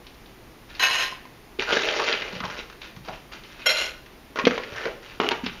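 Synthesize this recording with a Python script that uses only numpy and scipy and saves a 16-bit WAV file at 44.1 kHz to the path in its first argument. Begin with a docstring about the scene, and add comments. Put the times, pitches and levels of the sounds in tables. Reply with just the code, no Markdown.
"""Dry cat food rattles into a steel bowl, a scoop digs in a plastic tub, and a second scoopful fills another bowl.
The scoop is dropped into the tub, the food slides as the tub is lifted, and the lid snaps on, over a quiet rumble.
Random pellet impacts ring the modes of the bowls and the tub; filtered bursts of noise make the plastic cracks.
Echoes of decaying noise place it all in a tiled kitchen."""
import sys
import numpy as np
from scipy import signal
from scipy.fft import rfft, irfft
from scipy.io import wavfile

SR = 44100
rng = np.random.default_rng(int(sys.argv[2]) if len(sys.argv) > 2 else 0)


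def waveform_to_disk(signal):
    """Save audio, clipped to [-1, 1], as 16-bit WAV at the path in sys.argv[1]."""
    frames = np.transpose(np.atleast_2d(signal))
    scaled = np.clip(frames, -1, 1) * 32767
    samples = np.round(scaled).astype(np.int16)
    wavfile.write(sys.argv[1], SR, samples)


N = 246959
TIME = np.arange(N) / SR

# colour of food pellets crunching together: (frequency [Hz], relative level [dB])
CRUNCH_COLOUR = [(150, -46.5), (400, -4.5), (800, -1), (1400, 3.5), (2000, 3), (2700, 5.5), (3800, -0.5),
                 (5200, -6), (7000, -12.5), (7900, -107), (9700, -24), (14000, -93)]
# modes of the plastic tub: (frequency [Hz], relative level [dB], undamped time to fall 60 dB [s])
TUB_MODES = [(258, -35, 0.15), (419, 11.5, 0.028), (471, 24, 0.021), (587, 20, 0.024), (774, 2.5, 0.29),
             (1030, -47, 0.027), (1371, 10, 0.04)]
# modes of the plastic lid: (frequency [Hz], relative level [dB], time to fall 60 dB [s])
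LID_MODES = [(225, -27, .05), (430, 14, 0.023), (580, -34, .06), (750, 13, 0.014), (920, -1, 0.032),
             (1140, 1, 0.028), (1950, -2, 0.013), (2900, 5.5, 0.037)]


def undb(db):
    """Turn decibels into a gain."""
    return 10 ** (np.asarray(db) / 20)


def unit(x):
    """Scale a sound to an energy of one."""
    return x / np.sqrt(np.sum(x ** 2) + 1e-18)


def fade(t60, size=6000):
    """Die away exponentially, by 60 dB in t60 seconds."""
    return np.exp(-np.log(1000) * TIME[:size] / max(t60, 1e-4))


def mode(hz, t60, size=6000):
    """One way an object can vibrate: a single decaying sine."""
    return np.sin(2 * np.pi * hz * TIME[:size]) * fade(t60, size)


def through(x, response):
    """Pass a sound through an impulse response."""
    return signal.fftconvolve(x, response)[:len(x)]


def high_pass(x, hz, order=2):
    """Remove the bass, since small objects radiate little of it."""
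    return signal.sosfilt(signal.butter(order, hz, "high", fs=SR, output="sos"), x)


def low_pass(x, hz, order=4):
    """Remove the treble, since a soft contact gives little of it."""
    return signal.sosfilt(signal.butter(order, hz, fs=SR, output="sos"), x)


def colour(points, size=4096):
    """Make an impulse response of unit energy, with no pre-echo, from (frequency [Hz], level [dB]) points."""
    hz, db = np.transpose(points)
    bins = np.maximum(np.fft.rfftfreq(size, 1 / SR), 1)
    log_gain = np.log(undb(np.interp(np.log(bins), np.log(hz), db)))
    # folding the cepstrum gives minimum phase: the energy comes as early as it can
    cepstrum = irfft(log_gain)
    cepstrum[1:size // 2] *= 2
    cepstrum[size // 2 + 1:] = 0
    return unit(irfft(np.exp(rfft(cepstrum))))


def add(track, s, sound, db):
    """Place a hit on the track at s seconds with the given peak level."""
    start = int(s * SR)
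    scaled = sound * undb(db) / np.abs(sound).max()
    track[start:start + len(sound)] += scaled[:N - start]


def wander(per_s):
    """Drift at random between per_s new values a second, with a spread near one."""
    knots = np.arange(0, TIME[-1] + 1, 1 / per_s)
    return np.interp(TIME, knots, rng.standard_normal(len(knots)))


def surges(rows, attack_s, fall_db_per_s):
    """Pellets get going, keep moving, then settle: one gain curve per level column, overlaps adding in power."""
    power = 0
    for s, hold, *levels in rows:
        age = TIME - s
        rise = np.clip(age / attack_s, 0, 1)
        fall = undb(-fall_db_per_s * np.clip(age - hold, 0, 1))
        power = power + np.outer(undb(levels), rise * fall) ** 2
    return np.sqrt(power)


def impacts(per_s, spread_db):
    """Pellets hit at random moments with uneven force; the mean power is one."""
    force = undb(spread_db * np.minimum(rng.standard_normal(N), 2))
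    happens = rng.random(N) < per_s / SR
    return unit(force * happens) * np.sqrt(N)


def strike(hits, response):
    """Each impact lands somewhere else, so it excites a resonance with its own strength and sign."""
    return through(hits * rng.uniform(-0.97, 1, N) * np.sqrt(3), response)


def rattle(hits, spectrum, t60, count=18):
    """Every pellet clicks with its own mix of very short rings; the colour shifts as the heap rearranges."""
    clicks = 0
    for hz in np.geomspace(400, 13000, count):
        shifting = hits * undb(3.5 * wander(45))
        ring = unit(mode(hz, t60 * np.sqrt(1000 / hz)))  # t60 holds at 1 kHz, higher rings are shorter
        clicks = clicks + np.sqrt(hz) * strike(shifting, ring)
    return unit(through(clicks, colour(spectrum))) * np.sqrt(N)


def crack(hz, t60, low_db, high_db):
    """A burst of tiny slips: decaying noise shaped around one pitch, with little treble far above it."""
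    skirt = [(100, low_db - 25.5), (hz / 2, low_db), (hz, 0), (hz * 1.5, -6)]
    treble = [(max(6500, hz * 1.6), high_db), (8000, -60), (15000, -52)]
    envelope = fade(t60)
    return through(rng.standard_normal(len(envelope)) * envelope, colour(skirt + treble))


def ringing(modes, damping=1):
    """One tap on a plastic body sets all its modes ringing; damping shortens them."""
    tap = sum(undb(db) * mode(hz, t60 / damping) for hz, db, t60 in modes)
    return low_pass(high_pass(tap, 152), 3000)


def pour(gushes, bowl, per_s, spread_db, fill_s, damping, detune, steel_db, bare_db, bright_db, clatter_db):
    """Pellets hit the steel and each other; as food covers the bottom the modes shift and ring softer and shorter."""
    # colour of pellets clattering: (frequency [Hz], relative level [dB])
    clatter_colour = [(150, -39), (400, 0), (800, 0.5), (1600, 3.5), (2800, 10), (4200, 1.5), (6800, -4),
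                      (8000, -10), (12500, -33), (14000, -55)]
    attack_s, bright_hz = 0.0036, 3930
    flow, = surges(gushes, attack_s, fall_db_per_s=165)
    start = gushes[0][0]
    hits = impacts(per_s, spread_db)
    hits[int((start + attack_s) * SR)] = 2 * np.sqrt(SR / per_s)  # the front of the scoopful lands together

    bare = np.exp(-np.maximum(TIME - start, 0) / fill_s)  # share of the impacts that meet bare steel
    loudness = undb(bare_db * bare)
    sizes = unit(undb([level for _, level, _ in bowl]))
    steel = 0
    for size, (hz, _, t60) in zip(sizes, bowl):
        drive = hits * flow * loudness * undb(2 * wander(24.43))  # the stream moves over the nodes of this mode
        clear = strike(drive * np.sqrt(bare), unit(mode(hz, t60)))
        covered_mode = unit(mode(hz * (1 + detune), t60 / damping))
        muffled = strike(drive * np.sqrt((1 - bare) / damping), covered_mode)
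        # hard pellets favour the high modes: bright_db is in dB per octave
        hardness = undb(bright_db * max(np.log2(hz / bright_hz), 0))
        steel = steel + size * hardness * (clear + muffled)
    clatter = flow * rattle(hits, clatter_colour, 0.0056)
    return undb(steel_db) * high_pass(steel, 400) + undb(clatter_db) * clatter


def fill_two_bowls():
    """Two scoopfuls ring two steel bowls, each with its own modes and its own speed of being covered."""
    # modes of each bare bowl: (frequency [Hz], relative level [dB], time to fall 60 dB [s])
    first_bowl = [(501, -16, .08), (770, -12, .07), (1040, -3, .1), (1500, -7, .07), (1597, -6, .08),
                  (1826, 0, .16), (1965, -6, .1), (2200, -5, .1), (2595, 0, .1), (2905, 0, .09),
                  (3080, -5, .08), (3920, -10, .05), (4080, -3, .07), (5116, -8, .16), (5245, -14, .1),
                  (6390, -12, .1), (6590, -12, .1), (9450, -19, .03), (10290, -25, .07), (11350, -21, .03),
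                  (12650, -21, .02)]
    second_bowl = [(518, -5, .08), (615, -7, .1), (1443, 0.5, .13), (2103, -3, .14), (2414, -6, .09),
                   (2768, 0, .12), (3230, -5, .11), (4090, -1, .1), (5367, -13, .09), (5516, -9, .12),
                   (6835, -9, .09), (8280, -23, .06), (9735, -21, .05), (10040, -22, .09),
                   (11300, -19, .05), (12700, -25, .03)]
    # gushes of pellets leaving the scoop, one list per bowl: (time [s], time from start to fall [s], relative level [dB])
    first_gushes, second_gushes = [
        [(0.793, 0.24, -25.5), (0.82, 0.012, -22), (0.98, 0.02, -27)],
        [(3.657, 0.0053, -24), (3.691, 0.016, -21.5), (3.755, 0.074, -22.5)],
    ]
    first = pour(first_gushes, first_bowl, per_s=2200, spread_db=3.0, fill_s=0.11, damping=3.1,
                 detune=0.0058, steel_db=1.44, bare_db=2.5, bright_db=1, clatter_db=-4.5)
    second = pour(second_gushes, second_bowl, per_s=2200, spread_db=2.5, fill_s=0.055, damping=4.6,
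                  detune=0.012, steel_db=0.36, bare_db=11.0, bright_db=0.5, clatter_db=-7.5)
    return first + second


def pings():
    """A lone late pellet rings one low mode of the first steel bowl."""
    # late pellets: (time [s], peak level [dB])
    late_pellets = [(1.125, -28), (1.254, -36)]
    out = np.zeros(N)
    for s, db in late_pellets:
        add(out, s, mode(1026, t60=0.038), db)
    return out


def stir(per_s, spread_db, crunch_db, boom_db):
    """Pellets grind past each other and drum on the tub; once the lid is on, the lid rings instead."""
    # pushes that set the food moving:
    # (time [s], time from start to fall [s], relative crunch level [dB], relative boom level of the wall [dB])
    pushes = [(1.585, 0.028, -26.5, -57), (1.672, 0.37, -29.5, -31), (1.716, 0.011, -21.5, -35),
              (1.762, 0.0083, -26.5, -38), (1.872, 0.029, -37, -34), (2.06, 0.028, -27.5, -32),
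              (2.08, 0.028, -22.5, -30.5), (2.2, 0.16, -39.5, -40.5), (2.435, 0.16, -39.5, -46),
              (4.358, 0.052, -40, -37.5), (4.485, 0.092, -38.5, -38), (4.62, 0.12, -44, -45),
              (4.75, 0.11, -39, -39.5), (4.845, 0.012, -38.5, -31.5), (5.02, 0.12, -46.5, -57),
              (5.2, 0.03, -34.5, -23.5), (5.302, 0.015, -34.5, -33), (5.43, 0.038, -37.5, -59),
              (5.52, 0.09, -47.5, -72)]
    lid_on_s = 5.19
    crunch, boom = surges(pushes, attack_s=0.011, fall_db_per_s=219)
    hits = impacts(per_s, spread_db)
    # the high-pass weakens the lowest mode of the tub, which the food damps
    tub, lid = (unit(high_pass(ringing(modes), 304, order=4)) for modes in (TUB_MODES, LID_MODES))
    closed = TIME >= lid_on_s
    walls = strike(hits * boom * ~closed, tub) + strike(hits * boom * closed, lid)
    return undb(crunch_db) * crunch * rattle(hits, CRUNCH_COLOUR, 0.0083) + undb(boom_db) * walls


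def knocks(blows, modes, t60, low_db, high_db):
    """Hard plastic cracks at the contact and the body rings."""
    out = np.zeros(N)
    for s, crack_db, crack_hz, body_db in blows:
        add(out, s, crack(crack_hz, t60, low_db, high_db), crack_db)
        add(out, s, ringing(modes), body_db)
    return out


def scoop_knocks():
    """The scoop knocks in the tub, and each contact rings the tub."""
    # blows: (time [s], crack peak level [dB], crack pitch [Hz], body peak level [dB])
    scoop_blows = [(1.5947, -16.5, 2330, -37), (1.7273, -10.5, 3000, -13.5), (1.7696, -11.5, 1640, -13),
                   (1.8871, -8.5, 2530, -30), (2.1269, -14.5, 3270, -23), (2.2201, -19, 2090, -30),
                   (2.4029, -20.5, 1390, -51), (2.4377, -19.5, 1130, -44), (2.4998, -25, 1470, -37),
                   (2.5893, -25, 2650, -27), (3.0846, -25.5, 850, -30), (4.3582, -20, 1330, -24),
                   (4.373, -20, 1250, -38), (4.388, -12.5, 1070, -16.5), (4.396, -12, 1310, -34),
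                   (4.4522, -8.5, 2570, -21), (4.5089, -15.5, 1410, -41), (4.578, -16.5, 940, -22),
                   (4.6349, -24, 1950, -47), (4.855, -18.5, 1620, -24.5), (4.8704, -24, 1430, -23.5)]
    return knocks(scoop_blows, TUB_MODES, t60=0.041, low_db=-15.5, high_db=-25.5)


def landing(damping, bottom_hz, bottom_t60, bottom_db, contact_hz):
    """The dropped scoop drives the bottom of the tub; the food on it softens the blow and chokes the ring."""
    # the scoop landing and chattering: (time [s], thump peak level [dB], crack peak level [dB]), before the high-pass
    contacts = [(4.4695, -1, -9), (4.4737, -3, -18), (4.4779, -10, -13)]
    lead_s = 0.00095  # the bottom starts to give just before the hard contact
    out = np.zeros(N)
    bottom = undb(bottom_db) * mode(bottom_hz, bottom_t60)
    thump = low_pass(ringing(TUB_MODES, damping) + bottom, contact_hz)
    for s, thump_db, crack_db in contacts:
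        add(out, s - lead_s, thump, thump_db)
        add(out, s, crack(2600, 0.042, low_db=3, high_db=-15), crack_db)
    return high_pass(out, 81)


def lid_claps():
    """The lid claps onto the rim and is pressed down, and each contact rings the lid."""
    # blows: (time [s], crack peak level [dB], crack pitch [Hz], body peak level [dB])
    lid_blows = [(5.2005, -11, 2430, -10.5), (5.235, -21, 1500, -25), (5.2652, -19.5, 2400, -23),
                 (5.309, -22, 3650, -38), (5.3162, -12.5, 2760, -21.5), (5.3247, -24, 2940, -16.5),
                 (5.463, -17, 3300, -24.5)]
    return knocks(lid_blows, LID_MODES, t60=0.038, low_db=-0.5, high_db=-28)


def snaps():
    """The rim of the lid jumps over its bead: a few sharp cycles with a bright edge."""
    # the rim snapping home: (time [s], peak level [dB], pitch [Hz], time to fall 60 dB [s])
    rim_jumps = [(5.2892, -3.5, 2950, .0036)]
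    out = np.zeros(N)
    for s, db, hz, t60 in rim_jumps:
        body = mode(hz, t60) * (1 - fade(0.0007))
        edge = 0.6 * mode(1.5 * hz, t60 / 3)
        add(out, s, body + edge, db)
    return out


def scrapes(per_s):
    """Plastic sticks and slips against the food; each stroke starts quickly and rings one resonance."""
    # strokes of scoop and food over plastic: (time [s], length [s], level [dB], pitch [Hz])
    strokes = [(1.587, 0.028, -26.5, 402), (1.67, 0.12, -29, 1470), (1.832, 0.037, -29, 2640),
               (1.99, 0.051, -25.5, 1150), (2.427, 0.049, -31.5, 1020), (3.076, 0.04, -33.5, 720),
               (4.744, 0.14, -35.5, 1680), (4.855, 0.021, -25, 477), (5.307, 0.041, -29, 910)]
    sharpness = 4.3  # pitch of a scrape over its bandwidth
    out = np.zeros(N)
    for s, length, db, hz in strokes:
        progress = np.clip((TIME - s) / length, 0, 1)
        slips = impacts(per_s, 1.0) * np.sin(np.pi * np.sqrt(progress))
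        t60 = np.log(1000) * sharpness / (np.pi * hz)
        resonance = high_pass(mode(hz, t60), hz / 2)
        out += undb(db) * np.sqrt(length * SR / 2) * unit(through(slips, resonance))
    return out


def bumps():
    """The tub is nudged and its walls flex with a soft, low thud."""
    # dull bumps of the handled tub: (time [s], peak level [dB], pitch [Hz])
    nudges = [(2.331, -32.5, 192), (2.363, -33, 144), (2.405, -32, 215), (2.44, -29, 159),
              (2.97, -33.5, 146), (3.092, -36.5, 147), (4.44, -22.5, 240), (4.496, -21.5, 251),
              (4.724, -36.5, 109), (5.203, -37, 200), (5.435, -24, 240), (5.464, -29, 181)]
    out = np.zeros(N)
    for s, db, hz in nudges:
        add(out, s, mode(hz, 0.044) * (1 - fade(0.016)), db)
    return out


def carry():
    """A few pellets roll about in the carried scoop at each jolt."""
    # jolts: (time [s], time from start to fall [s], level [dB])
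    jolts = [(0.055, 0.015, -55), (0.685, 0.023, -44.5), (0.73, 0.14, -46), (2.807, 0.044, -44),
             (2.86, 0.025, -54), (3.04, 0.091, -44), (3.314, 0.014, -38.5), (3.432, 0.2, -50.5),
             (3.58, 0.1, -47)]
    rolling, = surges(jolts, attack_s=0.015, fall_db_per_s=213)
    hits = impacts(per_s=1400, spread_db=3)
    return rolling * rattle(hits, CRUNCH_COLOUR, 0.0082)


def ticks():
    """Single pellets drop and skip, each a small crack; the loud one at 3.691 s is a clump of the second
    scoopful striking."""
    # stray pellets and small ticks, and at 3.691 s a clump of the second scoopful striking: (time [s], peak
    # level [dB], pitch [Hz])
    small_hits = [(0.067, -33, 3070), (0.144, -39, 3120), (0.26, -38.5, 2910), (1.253, -36.5, 2000),
                  (2.352, -30.5, 2900), (2.452, -25, 3230), (2.699, -30, 1470), (2.726, -36.5, 1530),
                  (2.817, -27, 2280), (2.964, -32, 1020), (3.334, -31.5, 1020), (3.436, -34, 2460),
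                  (3.691, -12, 2740), (4.061, -35.5, 1860)]
    out = np.zeros(N)
    for s, db, hz in small_hits:
        add(out, s, crack(hz, 0.048, low_db=-11.5, high_db=-17), db)
    return out


def kitchen(x, wet_db, t60, treble_t60, size=30000):
    """Tiles and cupboards return a dense tail of echoes, whose treble dies at its own rate."""
    noise = rng.standard_normal(size)
    low = low_pass(noise, 2500, order=2)
    decaying = low * fade(t60, size) + (noise - low) * fade(treble_t60, size)
    tail = decaying * (1 - fade(0.017, size))  # the echoes build up gradually
    return x + undb(wet_db) * through(x, unit(tail))


def air():
    """The quiet of the kitchen: steady, faintly rumbling noise."""
    # colour of the quiet: (frequency [Hz], relative level per Hz [dB])
    quiet_colour = [(12, -44), (20, -2.5), (63, -2), (83, -22), (109, -6.5), (171, -11.5), (342, -9),
                    (565, -16), (1200, -18.5), (1380, -22), (1820, -21), (1980, -20.5), (7950, -33.5),
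                    (8880, -34), (15500, -35.5)]
    level_db = -47.5
    return undb(level_db) * through(rng.standard_normal(N), colour(quiet_colour, size=16384))


def scene():
    """Mix bowls, food, plastic and thump, each group with its own strength and length of echo, over the air."""
    bowls = kitchen(fill_two_bowls() + pings(), wet_db=-11.5, t60=0.48, treble_t60=0.22)
    food = stir(per_s=1000, spread_db=3.5, crunch_db=-0.1, boom_db=-1.1)
    small = carry() + ticks() + scrapes(per_s=1200)
    food_and_small = kitchen(food + small, wet_db=-4.5, t60=0.44, treble_t60=0.46)
    plastic = scoop_knocks() + lid_claps() + bumps() + snaps()
    plastic = kitchen(plastic, wet_db=-10.5, t60=0.35, treble_t60=0.073)
    thump = landing(damping=1.5, bottom_hz=250, bottom_t60=0.013, bottom_db=-9, contact_hz=574)
    thump = kitchen(thump, wet_db=-14.5, t60=0.47, treble_t60=0.25)
    return (bowls + food_and_small + plastic + thump + air())[None]


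def record(dry):
    """The recorder clips at full scale, the microphone has a dip in the treble, and the top is cut."""
    notch_hz, notch_q, top_hz = 7900, 4.1, 15400
    clipped = np.clip(dry, -1, 1)
    heard = signal.lfilter(*signal.iirnotch(notch_hz, notch_q, fs=SR), clipped)
    return signal.sosfilt(signal.ellip(8, 0.2, 70, top_hz, fs=SR, output="sos"), heard)


dry = scene()
out = record(dry)
waveform_to_disk(out)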